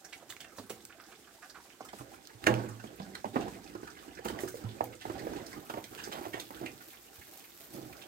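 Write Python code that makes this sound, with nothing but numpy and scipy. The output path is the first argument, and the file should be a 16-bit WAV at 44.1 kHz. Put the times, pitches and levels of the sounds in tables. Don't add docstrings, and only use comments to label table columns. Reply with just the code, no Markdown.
import sys
import numpy as np
from scipy import signal
from scipy.fft import rfft, irfft, next_fast_len
from scipy.io import wavfile
from scipy.ndimage import uniform_filter1d, map_coordinates

SR = 44100
rng = np.random.default_rng(int(sys.argv[2]) if len(sys.argv) > 2 else 0)


def dump(signal):
    limited = np.clip(np.atleast_2d(signal).T, -1, 1)
    pcm = np.round(limited * 32767).astype(np.int16)
    wavfile.write(sys.argv[1], SR, pcm)


N = 356063

# frequency in Hz, level in dB.
CHEW_SPECTRUM = [(600, -27), (1000, -2.5), (1600, 2.5), (2300, -4), (3300, -6), (5000, -8.5), (9000, -48.5)]
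WET_SPECTRUM = [(200, -44), (700, 18), (1500, 5), (2600, -16), (4500, 4.5), (8000, 0), (15000, -10)]
RUBBER_SPECTRUM = [(30, -45), (70, -27), (150, -8), (220, 2.5), (330, 4.5), (550, 0), (850, 1.5),
                   (1300, -7), (3000, -22), (9000, -64)]
# frequency in Hz, likeness from 0 to 1.
COHERENCE = [(100, 0.82), (300, 0.96), (700, 0.93), (2000, 0.19), (4500, 0.068), (12000, 0.033)]


def amp(db):
    return 10 ** (np.asarray(db) / 20)


def unit(x):
    return x / np.sqrt(np.mean(x ** 2) + 1e-20)


def crest(x):
    return x / np.sqrt(uniform_filter1d(x * x, size=176).max() + 1e-20)


def fade(t, t60):
    return np.exp(-np.log(1000) * t / max(t60, 1e-3))


def rise(t, seconds):
    return 1 - np.exp(-t / seconds)


def along(points, hz):
    freqs, values = np.transpose(points)
    return np.interp(np.log(hz + 1), np.log(freqs + 1), values)


def wobble(rate, n):
    return map_coordinates(rng.standard_normal(int(n * rate / SR) + 4), [np.arange(n) * rate / SR])


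def filtered(x, response):
    n = x.shape[-1]
    padded = next_fast_len(n + 4096)
    return irfft(rfft(x, padded) * response(np.fft.rfftfreq(padded, 1 / SR)), padded)[..., :n]


def coloured(x, spectrum):
    return unit(filtered(x, lambda hz: amp(along(spectrum, hz))))


def cavity(x, hz, q):
    return unit(filtered(x, lambda f: 1j * f * hz / q / (hz ** 2 - f * f + 1j * f * hz / q)))


def crackle(n, spread_db):
    return rng.standard_normal(n) * amp(spread_db * np.clip(wobble(900, n), -2, 2))


def add(track, start, sound):
    part = track[:, max(round(start * SR), 0):][:, :sound.shape[-1]]
    part += sound[..., :part.shape[1]]


def at_mics(x, start=0):
    # time in seconds, delay at the left microphone in seconds.
    left_delay = [(0, .00005), (1.7, .00005), (2.1, .00043), (8.07, .00043)]
    n = np.arange(len(x))
    lag = np.round(SR * np.interp(start + n / SR, *np.transpose(left_delay))).astype(int)
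    return np.array([amp(-1.3) * x[np.maximum(n - lag, 0)], x])


def in_sty(x, start, wet_db):
    # frequency in Hz, reverberation time in seconds.
    wall_t60 = [(100, 1), (400, 0.24), (1000, 0.16), (2500, 0.15), (8000, 0.12), (16000, 0.15)]
    hz, t, noise = signal.stft(rng.standard_normal((3, SR // 2)), SR, nperseg=256)
    alike = along(COHERENCE, hz)[:, None]
    pair = np.sqrt(alike) * noise[0] + np.sqrt(1 - alike) * noise[1:]
    decay = np.exp(-np.log(1000) * t / along(wall_t60, hz)[:, None])
    tail = signal.istft(pair * decay, SR, nperseg=256)[1]
    tail *= 1 - np.exp(-(np.arange(tail.shape[1]) / SR / 0.0013) ** 2)
    out = amp(wet_db) * signal.fftconvolve(x[None], tail / np.linalg.norm(tail[0]), axes=1)
    out[:, :len(x)] += at_mics(x, start)
    return out


def diffuse(spectrum, grain_db, lump_db, lump_rate, from_trough=True):
    shared = crackle(N, grain_db)
    shared = at_mics(shared) if from_trough else np.array([shared, shared])
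    own = np.array([crackle(N, grain_db), crackle(N, grain_db)])
    pair = filtered(shared, lambda hz: np.sqrt(along(COHERENCE, hz)))
    pair += filtered(own, lambda hz: np.sqrt(1 - along(COHERENCE, hz)))
    return coloured(pair * amp(lump_db * wobble(lump_rate, N)), spectrum)


def knocks():
    # start in seconds, level in dB, pitch in Hz, relative rattle in dB.
    blows = [(.583, -41, 486, -3.5), (.593, -42.5, 264, -3.5), (.703, -35, 490, -8), (.708, -48, 215, -3),
             (1.806, -37, 753, -5), (1.932, -36, 884, -6), (2.008, -39, 297, -5.5), (2.479, -19, 335, -31),
             (2.839, -40, 245, -1.5), (3, -37.5, 193, -2.5), (3.244, -29, 770, -5.5),
             (3.257, -33, 219, -6.5), (3.3581, -26.5, 800, 1.5), (3.363, -24, 314, -3.5),
             (3.48, -37.5, 201, 0), (3.751, -32.5, 342, -11), (3.83, -40, 336, -3.5), (4.079, -46, 298, -2),
             (4.191, -37, 470, -20), (4.251, -37.5, 202, -2), (4.257, -28, 333, -5.5),
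             (4.298, -37.5, 317, 1), (4.4344, -27.5, 370, -8.5), (4.542, -33.5, 490, -17),
             (4.639, -35, 208, -24), (4.8075, -17, 787, -13), (5.053, -29, 765, -10.5),
             (5.098, -31, 356, -7), (5.269, -29.5, 480, -10), (5.333, -33, 364, -6.5),
             (5.698, -40, 358, 4.5), (5.738, -36, 610, 0.5), (5.772, -33, 387, -6.5), (6.072, -47, 420, 5),
             (6.211, -37, 342, -24), (6.263, -34.5, 360, -5.5), (6.341, -35, 350, -2.5),
             (6.505, -47, 295, 4), (6.613, -32.5, 357, -15)]
    out, t = np.zeros((2, N)), np.arange(SR // 2) / SR
    ring_cycles, contact_s = 17, 0.0014
    give = 1 - np.exp(-(t / contact_s) ** 2)
    for start, db, hz, rattle_db in blows:
        t60 = ring_cycles / hz * 2 ** (-(db + 30) / 29)
        thud_db = -19.5 - 6 * np.log2(hz / 347)
        crack_db = -45 + 0.099 * db - db
        noise = rng.standard_normal((2, len(t)))
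        note = crest(np.sin(2 * np.pi * hz * t) * fade(t, t60) * rise(t, 0.0012))
        rattle = crest(coloured(noise[0], RUBBER_SPECTRUM) * fade(t, 0.051) * give)
        thud = crest(np.sin(2 * np.pi * 112 * t) * fade(t, 0.14) * rise(t, 0.014))
        crack = crest(coloured(noise[1], WET_SPECTRUM) * fade(t, 0.042))
        blow = note + amp(rattle_db + 5) * rattle + amp(thud_db) * thud + amp(crack_db) * crack
        add(out, start, amp(db - 5) * in_sty(blow + amp(-23) * hollow(t), start, wet_db=-8.5))
    return out


def stamp():
    # start in seconds, level in dB.
    hoof_falls = [(2.4703, -12.5)]
    # frequency in Hz, level in dB, time to fall 60 dB in seconds.
    rim_modes = [(684, 4.5, 0.019), (1450, 3, 0.018), (1660, 3.5, 0.022), (2114, 0, 0.025),
                 (2550, -31, 0.033)]
    out, t = np.zeros((2, N)), np.arange(SR // 2) / SR
    for start, db in hoof_falls:
        ring = sum(amp(level) * fade(t, t60) * np.sin(2 * np.pi * hz * t) for hz, level, t60 in rim_modes)
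        crack = coloured(rng.standard_normal(len(t)), WET_SPECTRUM) * fade(t, 0.0055)
        shudder = coloured(rng.standard_normal(len(t)), RUBBER_SPECTRUM) * fade(t, 0.56)
        slap = amp(-7) * ring + amp(-34) * crack + amp(-17) * shudder + amp(-13.5) * hollow(t)
        add(out, start, amp(db) * in_sty(slap, start, wet_db=-9))
    return out


def hollow(t):
    # frequency in Hz, level in dB, time to fall 60 dB in seconds.
    low_modes = [(214, -8, .4), (265, -8, .3), (338, 0, .38), (430, -9, .28), (470, -5, .35), (501, 1, .42),
                 (632, -7, .32), (708, -10, .28), (850, -11, .26)]
    boom = np.zeros(len(t))
    for hz, db, t60 in low_modes:
        envelope = amp(db + 2.5 * wobble(30, len(t))) * fade(t, t60)
        phase = 2 * np.pi * (hz * t + rng.random()) + 0.9 * wobble(40, len(t))
        boom += envelope * np.sin(phase)
    return boom * rise(t, 0.03)


def bumps():
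    # start in seconds, level in dB, pitch in Hz, swell and 60 dB decay in seconds.
    shoves = [(1.997, -36.5, 125, 0.01, 0.12), (2.345, -41, 115, .012, 0.13), (2.488, -19, 119.2, .05, 0.4),
              (2.69, -38, 112.4, 0.018, 0.49), (4.64, -21, 110.5, 0.033, 0.18),
              (7.181, -38, 83, 0.011, 0.064)]
    out, t = np.zeros((2, N)), np.arange(SR) / SR
    for start, db, hz, swell, t60 in shoves:
        phase = 2 * np.pi * hz * t + 0.13 * wobble(20, len(t))
        add(out, start, amp(db) * at_mics(np.sin(phase) * fade(t, t60) * rise(t, swell), start))
    return out


def smacks():
    # time in seconds, level in dB, mouth and lip pitch in Hz, brightness in dB, decay in seconds.
    tears = [(.048, -45.5, 1680, 6000, -1.5, .04), (0.131, -40.5, 2180, 2700, -2.5, 0.025),
             (0.302, -39.5, 1720, 3400, -1.5, 0.028), (0.404, -46, 2300, 2970, 1, 0.083),
             (0.445, -45, 1740, 2490, -5, 0.04), (0.583, -48.5, 1290, 4300, -0.5, 0.079),
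             (0.7006, -47.5, 2280, 2720, 1.5, 0.054), (1.119, -49, 1400, 2370, -4.5, .06),
             (1.424, -44.5, 1520, 2240, -13, 0.098), (1.4974, -49, 1550, 4660, 0.5, .054),
             (1.85, -48, 1280, 5900, -8, .057), (1.888, -44.5, 1960, 3230, -4, .041),
             (1.987, -47.5, 1280, 8540, -8.5, 0.053), (2.468, -19, 1620, 2300, -7, 0.024),
             (2.688, -46, 1420, 7660, -6, 0.046), (2.799, -45, 1490, 2620, -8.5, 0.026),
             (3.152, -35.5, 1700, 3700, -4, 0.02), (3.408, -41.5, 1350, 2740, -3, 0.099),
             (3.873, -41.5, 1510, 2380, -8, 0.05), (3.902, -49, 1520, 5400, -3.5, 0.038),
             (4.251, -40, 1280, 2680, -6, .06), (4.2843, -35, 1720, 3220, -2.5, 0.043),
             (4.389, -36, 1940, 3020, -10, 0.028), (4.476, -41.5, 1450, 4800, -11, 0.026),
             (5.012, -45, 1960, 2800, -2.5, 0.071), (5.1906, -42.5, 1920, 4170, -8, 0.048),
             (5.361, -45.5, 1960, 2730, -2.5, 0.23), (5.465, -51, 1780, 5460, 6.5, 0.016),
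             (5.5298, -42, 1810, 5350, -11.5, 0.047), (5.698, -37.5, 1450, 2770, -6.5, 0.03),
             (5.841, -41.5, 2260, 3470, -1.5, .038), (5.977, -41.5, 1700, 2720, -4.5, 0.29),
             (6.0377, -39, 1690, 5100, -1.5, 0.1), (6.1215, -41, 2440, 3040, -0.5, 0.064),
             (6.333, -38, 1900, 2680, -7, 0.15), (6.3988, -36.5, 2430, 3500, -0.5, 0.085),
             (6.6614, -38.5, 2390, 2520, -4, 0.044)]
    peel_s = 0.007
    out, t = np.zeros((2, N)), np.arange(SR // 4) / SR - peel_s
    for start, db, mouth_hz, lip_hz, bright_db, t60 in tears:
        shape = np.where(t < 0, amp(-12) * np.exp(-np.abs(t) / 0.005), fade(np.abs(t), t60))
        pops = crackle(len(t), spread_db=4) * amp(2 * wobble(200, len(t))) * shape
        mouth = cavity(cavity(pops, mouth_hz, q=3.5), mouth_hz, q=1.45)
        mouth = crest(mouth + amp(-6) * coloured(pops, WET_SPECTRUM))
        lips = crest(cavity(cavity(pops, lip_hz, q=4.1), lip_hz, q=0.26))
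        mouth_share = np.sqrt(np.clip(1 - amp(bright_db) ** 2, 0.15, 1))
        spray_db = -6.5 + 1.27 * bright_db
        smack = mouth_share * mouth + amp(bright_db) * lips + amp(spray_db) * spray(shape)
        add(out, start - peel_s, amp(db - 3) * in_sty(smack, start, wet_db=-1.5))
    return out


def spray(shape):
    # frequency in Hz, level in dB.
    spray_spectrum = [(2500, -19), (6000, 18), (8800, 20), (10000, -5), (12500, 5.5), (16000, -14.5)]
    return crest(coloured(crackle(len(shape), spread_db=-2.5), spray_spectrum) * shape)


def chews():
    # start in seconds, level in dB, mouth resonance in Hz, decay in seconds.
    squelches = [(0.489, -52, 1550, 0.035), (0.892, -45, 1460, 0.075), (0.974, -42, 1470, 0.27),
                 (1.266, -48, 1330, 0.08), (1.542, -42.5, 1260, .093), (2.129, -45, 1460, 0.07),
                 (2.2905, -48, 2000, 0.035), (3.524, -47, 1870, 0.073), (3.956, -45.5, 1690, 0.087),
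                 (4.1694, -40.5, 1660, 0.045), (4.921, -46, 2340, 0.045), (6.803, -44.5, 1420, 0.04),
                 (6.926, -48, 1950, 0.049), (7.211, -46.5, 2060, .039), (7.433, -49.5, 2230, 0.074),
                 (7.922, -44, 2200, 0.029), (8.0125, -41, 3120, 0.052)]
    out, t = np.zeros((2, N)), np.arange(SR // 4) / SR
    for start, db, hz, t60 in squelches:
        envelope = fade(t, t60) * rise(t, 0.015) ** 2
        pops = crackle(len(t), spread_db=2) * amp(3.5 * wobble(156, len(t))) * envelope
        mouth = cavity(cavity(pops, hz, q=4.2), hz, q=0.22) + coloured(pops, CHEW_SPECTRUM) / 2
        add(out, start, amp(db - 7.5) * in_sty(crest(mouth), start, wet_db=-5))
    return out


def snuffles():
    # start in seconds, level in dB, snout resonance in Hz, throat in dB, decay in seconds.
    breaths = [(0.18, -51, 550, -9, 0.44), (0.772, -70, 268, -2, 0.11), (5.096, -47, 610, 10, 0.25),
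               (5.748, -41.5, 600, -14, 0.22), (6.11, -41, 680, -23, 0.31), (6.207, -38, 720, -22, 0.25),
               (6.349, -40.5, 685, -3.5, 0.2), (6.596, -39, 516, 5, 0.28), (7.721, -42, 305, 12, 0.46)]
    # frequency in Hz, level in dB.
    throat_spectrum = [(40, -30), (80, -34), (120, 5.5), (160, -7), (260, -3.5), (330, 7.5), (420, -11),
                       (700, -6.5), (1500, -40), (4000, -64)]
    out, t = np.zeros((2, N)), np.arange(SR // 2) / SR
    for start, db, hz, throat_db, t60 in breaths:
        envelope = fade(t, t60) * rise(t, 0.014) ** 2
        flow = crackle(len(t), spread_db=3) * amp(3.2 * wobble(69.2, len(t))) * envelope
        nose = cavity(cavity(flow, hz, q=1.43), hz, q=0.17)
        throat = amp(throat_db) * coloured(flow, throat_spectrum)
        add(out, start, amp(db) * in_sty(crest(nose + throat), start, wet_db=-10.5))
    return out


def rooting():
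    # frequency in Hz, level in dB.
    slosh_spectrum = [(25, -29), (55, -2), (90, -11), (120, -7), (155, -7), (215, -5), (335, 1.5),
                      (430, -3), (600, -14), (800, -7.5), (1100, -29), (1600, -45), (3000, -73)]
    fizz_spectrum = [(1800, -29), (3500, 0), (6000, 6), (9000, 6.5), (9900, -16), (12000, 3.5),
                     (16000, -10.5)]
    effort_db = effort()
    slosh_db = -62.5 + effort_db
    chew_db = -60.5 + 0.69 * effort_db
    fizz_db = -64.5 + 0.29 * effort_db
    slosh = amp(slosh_db - 2) * diffuse(slosh_spectrum, grain_db=-0.5, lump_db=2.5, lump_rate=51)
    chew = amp(chew_db - 8) * diffuse(CHEW_SPECTRUM, grain_db=3, lump_db=0.5, lump_rate=55)
    fizz = amp(fizz_db - 3) * diffuse(fizz_spectrum, grain_db=0.5, lump_db=1.5, lump_rate=39)
    crackles = bubbles(fizz_db - 8, count=260, centre_hz=5500, spread=0.38, cycles=5.7)
    gurgles = bubbles(slosh_db - 12, count=400, centre_hz=692, spread=0.31, cycles=10.8)
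    pops = bubbles(chew_db - 13, count=600, centre_hz=1870, spread=0.486, cycles=34)
    return slosh + chew + fizz + gurgles + pops + crackles


def effort():
    # start in seconds, length in seconds, strength in dB.
    bouts = [(1.92, 0.22, 5), (2.412, 0.19, 18.5), (2.827, 0.35, 8), (3.33, 0.07, 24.5), (3.614, 0.59, 6),
             (4.234, 0.16, 16), (4.545, 0.32, 9.5), (5.035, 0.34, 18), (5.45, 0.14, 9), (5.897, 0.31, 13),
             (6.514, 0.11, 11.5), (7.685, 0.43, 6.5)]
    rise_s, settle_s = 0.024, 0.61
    stir, t = np.zeros(N), np.arange(N) / SR
    for start, length, db in bouts:
        onset = np.clip((t - start) / rise_s, 0, 1)
        stir += amp(db) * onset * fade(np.maximum(t - start - length, 0), settle_s)
    return 10 * np.log10(1 + stir ** 2)


def bubbles(level_db, count, centre_hz, spread, cycles):
    when, softness = rng.random((count, 2)).T[:, :, None]
    hz = np.clip(centre_hz * np.exp(spread * rng.standard_normal((count, 1))), 120, 12000)
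    t = np.arange(SR // 25) / SR
    age = t * hz / cycles
    glide = 1 + 0.051 * np.minimum(age, 2)
    notes = np.sin(2 * np.pi * hz * t * glide) * fade(age, 1) * rise(t, 0.5 / hz)
    samples = (when * N).astype(int) + np.arange(len(t))
    train = np.bincount(samples.ravel(), (notes * amp(-20 * softness)).ravel(), N)[:N]
    return in_sty(unit(train) * amp(level_db), start=0, wet_db=2)[:, :N]


def splashes():
    # start in seconds, level in dB, decay in seconds.
    throws = [(0.293, -46.5, 0.065), (0.402, -51, 0.047), (0.563, -53, .12), (0.695, -42.5, .034),
              (1.845, -55, 0.054), (1.983, -59, .06), (4.246, -46, 0.066), (4.285, -50, 0.092),
              (4.397, -44, 0.19), (4.477, -45.5, 0.17), (4.549, -52.5, 0.21), (4.839, -51, 0.032)]
    # frequency in Hz, level in dB.
    mist_spectrum = [(4000, -0.5), (8000, 5), (10000, 1.5), (13000, -4), (16000, 1)]
    out, t = np.zeros((2, N)), np.arange(SR // 4) / SR
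    for start, db, t60 in throws:
        drops = coloured(crackle(len(t), spread_db=7.5), mist_spectrum) * fade(t, t60) * rise(t, 0.0018)
        add(out, start, amp(db) * in_sty(crest(drops), start, wet_db=2))
    return out


def ticks():
    # start in seconds, level in dB, pitch in Hz.
    snaps = [(.3244, -38, 1820), (.366, -38.5, 2200), (.852, -36, 7940), (2.2725, -38.5, 4760),
             (2.441, -29.5, 1510), (2.4657, -34, 1600), (2.5407, -28, 2250), (4.8417, -34, 15600),
             (5.95, -38, 2990), (6.403, -37, 11000)]
    out, t = np.zeros((2, N)), np.arange(SR // 20) / SR
    for start, db, hz in snaps:
        snap = rng.standard_normal(len(t)) * fade(t, 0.007)
        click = crest(cavity(snap, hz, q=1.8) + amp(-21) * unit(snap))
        add(out, start, amp(db - 5.5) * in_sty(click, start, wet_db=-7.5))
    return out


def background():
    # frequency in Hz, level in dB.
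    air_spectrum = [(25, -6), (60, -38), (130, -12), (330, -23), (600, -28), (1200, -7.5), (3000, -6),
                    (9000, -6), (10000, -8.5), (16000, -11.5)]
    hiss_spectrum = [(3000, -15), (10000, -16), (12000, -16), (13200, -7), (14300, -11.5), (15800, -14)]
    # time in seconds, level in dB.
    hiss_levels = [(0, -90), (4.0, -82), (5.78, -57), (6.1, -54.5), (6.7, -56.5), (8.07, -55.5)]
    hiss_db = np.interp(np.arange(N) / SR, *np.transpose(hiss_levels))
    air = diffuse(air_spectrum, grain_db=3.8, lump_db=-3.9, lump_rate=20, from_trough=False)
    flicker_db = 1.6 * wobble(11, N) + 1.5 * wobble(45, N)
    hiss = diffuse(hiss_spectrum, grain_db=-5.5, lump_db=1.5, lump_rate=120, from_trough=False)
    return amp(-64) * air + amp(hiss_db + flicker_db - 1) * hiss


def scene():
    # frequency in Hz, gain in dB.
    left_tone = [(100, -2.4), (1000, -1.8), (2000, -2.5), (4500, -3.5), (9000, -4), (16000, 8)]
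    trough = knocks() + stamp() + bumps()
    left, right = trough + smacks() + splashes() + chews() + snuffles() + ticks() + rooting()
    pigs = np.array([filtered(left, lambda hz: amp(along(left_tone, hz))), amp(3.5) * right])
    return pigs + background() * amp([[0], [1.5]])


def record(dry):
    low_cut_hz, top_hz = 48, 15900
    thinned = signal.sosfilt(signal.butter(4, low_cut_hz, "highpass", fs=SR, output="sos"), dry)
    return filtered(thinned, lambda hz: hz < top_hz)


dry = scene()
out = record(dry)
dump(out)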